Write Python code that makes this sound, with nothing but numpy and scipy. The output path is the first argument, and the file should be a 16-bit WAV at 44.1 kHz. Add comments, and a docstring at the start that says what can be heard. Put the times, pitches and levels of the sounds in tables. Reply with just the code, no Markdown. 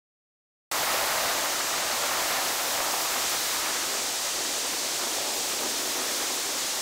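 """After a short silence, the slapping and hissing of a car wash cuts in abruptly, in a hard-walled hall.
Spinning foam brushes flog the wet car: slaps on the hard front panels and a wet swish lead, then ease
off over a duller drumming on the bonnet. Nozzles hiss and the gantry rumbles faintly. The din
overloads a small mono microphone, whose high fizz rises and falls."""
import sys
import numpy as np
from scipy import signal
from scipy.fft import rfft, irfft, next_fast_len
from scipy.io import wavfile
from scipy.ndimage import map_coordinates

SR = 44100
rng = np.random.default_rng(int(sys.argv[2]) if len(sys.argv) > 2 else 0)


def inscribe(sig):
    """Save sig as 16-bit PCM at rate SR to the path in sys.argv[1].

    A 1-D sig is mono; a 2-D sig holds one channel per row.
    Samples are clipped to [-1, 1] before scaling.
    """
    pcm = np.round(np.clip(np.atleast_2d(sig).T, -1, 1) * 32767)
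    wavfile.write(sys.argv[1], SR, pcm.astype(np.int16))


N = 300321
TIME = np.arange(N) / SR

# Blows on the wet panels: (time [s], relative slap level [dB], relative swish level [dB])
PANEL_BLOWS = [(0.72, -32, -28.5), (1.0, -29, -27.5), (1.33, -31.0, -30.0), (1.65, -36.5, -33.0),
               (2.02, -32.5, -30.5), (2.3, -32.0, -29.5), (2.58, -34.5, -34), (2.85, -32, -32.5),
               (3.4, -37, -35.5), (3.58, -37.5, -32), (3.9, -41, -37), (4.05, -38, -41), (4.72, -40, -40.5),
               (4.9, -38.0, -38.5), (5.28, -35.5, -43), (5.52, -39.5, -43), (5.83, -36, -38.5),
               (6.25, -40.5, -40), (6.8, -40, -41)]
# Blows on the bonnet: (time [s], relative level [dB])
BONNET_BLOWS = [(0.72, -41.5), (1.7, -43.5), (2.2, -42), (2.6, -44.0), (3.0, -42.5), (3.35, -44),
                (3.98, -41), (4.25, -47), (4.42, -42), (4.7, -42.5), (5.85, -39.5), (6.25, -41.0),
                (6.7, -45)]
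# Spectra of the three brush sounds: (frequency [Hz], relative level [dB])
DRUM_SPECTRUM = [(120, -32), (195, -13), (245, -3), (310, -1), (380, 0.5), (435, -2), (520, -1),
                 (700, -21.5), (1200, -29), (3000, -50)]
SLAP_SPECTRUM = [(300, -36), (490, -3), (575, 0.5), (670, 1), (800, 1), (980, -2), (1200, -8.5),
                 (2000, -31), (5000, -50)]
SWISH_SPECTRUM = [(500, -23), (900, -3.5), (1100, 0), (1280, -1.5), (1450, -3), (1850, -3), (2400, -6),
                  (3200, -9.5), (5000, -11), (9000, -46), (15000, -40)]

def brushes():
    """Foam strips land in bunches: they drum the bonnet, slap the panels and swish through water."""
    slap_db, swish_db = curves(PANEL_BLOWS)
    drum_db, = curves(BONNET_BLOWS)
    contact_db = 0.4 * wobble(per_s=14)  # the roller meets the car unevenly
    bunches = amp(0.6 * wobble(per_s=40) + 1.9 * wobble(per_s=120))
    drum = in_hall(bunches * impacts(per_s=2500, scatter_db=2), wet_db=-1, t60_s=0.6)
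    slap = in_hall(bunches * impacts(per_s=1800, scatter_db=3), wet_db=-3, t60_s=0.79)
    swish = in_hall(bunches * impacts(per_s=1400, scatter_db=4.5), wet_db=-4, t60_s=0.4)
    blows = amp(drum_db - 1.3) * coloured(drum, DRUM_SPECTRUM)
    blows += amp(slap_db - 3) * coloured(slap, SLAP_SPECTRUM)
    blows += amp(swish_db) * coloured(swish, SWISH_SPECTRUM)
    return filtered(amp(contact_db) * blows, panel_response)


# Panel resonances: (frequency [Hz], width [Hz], boost [dB])
PANEL_MODES = [(378, 26, 1), (587, 28, 2.5), (668, 28, 3.5), (772, 22, 2.5), (832, 12, 2), (1258, 15, 4.5),
               (1305, 18, 1.5), (1372, 15, 3)]

def panel_response(hz):
    """The plain blow plus the ring of the sheet metal."""
    response = 1
    for mode_hz, width_hz, boost_db in PANEL_MODES:
        damping = 1j * hz * width_hz
        response += (amp(boost_db) - 1) * damping / (mode_hz ** 2 - hz ** 2 + damping)
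    return response


# Nozzle hiss: (frequency [Hz], relative level [dB])
JET_SPECTRUM = [(500, -27.5), (1500, -7.5), (2700, -5.5), (3700, -2.5), (4700, -2), (6200, -0.5),
                (7900, -3), (9000, -6.5), (10500, -12.5), (13000, -23), (15700, -27)]

def spray():
    """Water jets hiss; drops patter on paint and floor."""
    surge_s, surge_width_s, surge_db = 3.33, 0.25, 1.7  # the hiss swells once
    jet_db = -30.5 + surge_db * np.exp(-((TIME - surge_s) / surge_width_s) ** 2)
    drops = in_hall(impacts(per_s=3000, scatter_db=2.5), wet_db=-1, t60_s=0.4)
    jets = coloured(rng.standard_normal(N) + amp(-5) * drops, JET_SPECTRUM)
    return amp(jet_db + 0.44 * wobble(per_s=25)) * jets


# Microphone fizz: (time [s], relative level [dB])
FIZZ_LEVELS = [(0.72, -34.0), (1.0, -32.5), (1.75, -39), (2.25, -34.5), (3.5, -35.0), (3.68, -38.0),
               (4.25, -41.5), (6.2, -38.0), (6.5, -41)]
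# Its spectrum: (frequency [Hz], relative level [dB])
FIZZ_SPECTRUM = [(2000, -24), (6000, -11.5), (9000, -4), (11000, 0.5), (13000, 1), (15700, -1)]

def fizz():
    """High fizz of the overloaded microphone: crackly noise that rises and falls."""
    fizz_db, = curves(FIZZ_LEVELS)
    crackle = rng.standard_normal(N) + impacts(per_s=4000, scatter_db=2.5)
    return amp(fizz_db + 0.1 + 0.7 * wobble(per_s=40)) * coloured(crackle, FIZZ_SPECTRUM)


# Drives and frame: (frequency [Hz], relative level [dB])
RUMBLE_SPECTRUM = [(10, -10), (30, -15), (70, -0.5), (130, 4), (180, 4.5), (280, -4), (700, -38)]

def gantry():
    """The drives rumble faintly, and the frame shakes with the load on the brushes."""
    _, swish_db = curves(PANEL_BLOWS)
    load_db = swish_db + 36  # 0 dB at a middling load
    drive_db, shake_db = -62, -65.5 + 1.15 * load_db
    gain = np.hypot(amp(drive_db), amp(shake_db)) * amp(0.53 * wobble(per_s=11))
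    return gain * coloured(rng.standard_normal(N), RUMBLE_SPECTRUM)


def in_hall(x, wet_db, t60_s):
    """Direct sound plus a diffuse tail that follows its power and dies away, at rms 1."""
    decay = np.exp(-np.log(1e6) / (t60_s * SR))
    tail_power = signal.lfilter([1 - decay], [1, -decay], x ** 2)
    return unit(x + amp(wet_db) * np.sqrt(tail_power) * rng.standard_normal(N))


def impacts(per_s, scatter_db):
    """Tiny blows of uneven size at random moments, at rms 1."""
    struck = rng.random(N) < per_s / SR
    return unit(struck * rng.choice([-1, 1], N) * amp(scatter_db * rng.standard_normal(N)))


def amp(db):
    """Decibels to gain."""
    return 10 ** (np.asarray(db) / 20)


def unit(x):
    """Scale to rms 1."""
    return x / np.sqrt(np.mean(x ** 2) + 1e-20)


def gain_at(spectrum, hz):
    """Gain of a spectrum, interpolated in dB over log frequency."""
    points_hz, points_db = np.transpose(spectrum)
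    return amp(np.interp(np.log(hz + 1), np.log(points_hz + 1), points_db))


def curves(rows):
    """One value per sample for each column after the time."""
    times_s, *columns = np.transpose(rows)
    return [np.interp(TIME, times_s, column) for column in columns]


def wobble(per_s):
    """A smooth curve through per_s random knots a second."""
    knots = rng.standard_normal(int(N * per_s / SR) + 4)
    return map_coordinates(knots, [TIME * per_s])


def filtered(x, response):
    """Apply a complex frequency response."""
    size = next_fast_len(N + SR // 2)
    hz = np.fft.rfftfreq(size, 1 / SR)
    return irfft(rfft(x, size) * response(hz), size)[:N]


def coloured(x, spectrum):
    """Shape by a spectrum, at rms 1."""
    return unit(filtered(x, lambda hz: gain_at(spectrum, hz)))


def scene():
    """One microphone, the same in both channels."""
    wash = brushes() + spray() + fizz() + gantry()
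    return np.array([wash, wash])


def overload(x, ceiling_db, knee):
    """The input stage rounds off the peaks, spreading fizz into the treble."""
    return x / (1 + np.abs(x / amp(ceiling_db)) ** knee) ** (1 / knee)


# Treble lift ahead of the input stage: (frequency [Hz], gain [dB])
TREBLE_LIFT = [(1500, 0), (4000, -0.5), (8000, 6), (12000, -1.5)]

def record(dry):
    """Lifted treble overloads first and is evened out; the sound switches on abruptly, band-limited."""
    input_gain_db, switch_on_s, cutoff_hz = 1.5, 0.7143, 15750
    lifted = filtered(dry[0], lambda hz: gain_at(TREBLE_LIFT, hz))
    driven = overload(amp(input_gain_db) * lifted, ceiling_db=-20, knee=3.2)
    evened = filtered(driven, lambda hz: 1 / gain_at(TREBLE_LIFT, hz))
    switched = evened * (TIME >= switch_on_s)
    sound = filtered(switched, lambda hz: 1 / (1 + (hz / cutoff_hz) ** 400))
    return np.array([sound, sound])


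dry = scene()
out = record(dry)
inscribe(out)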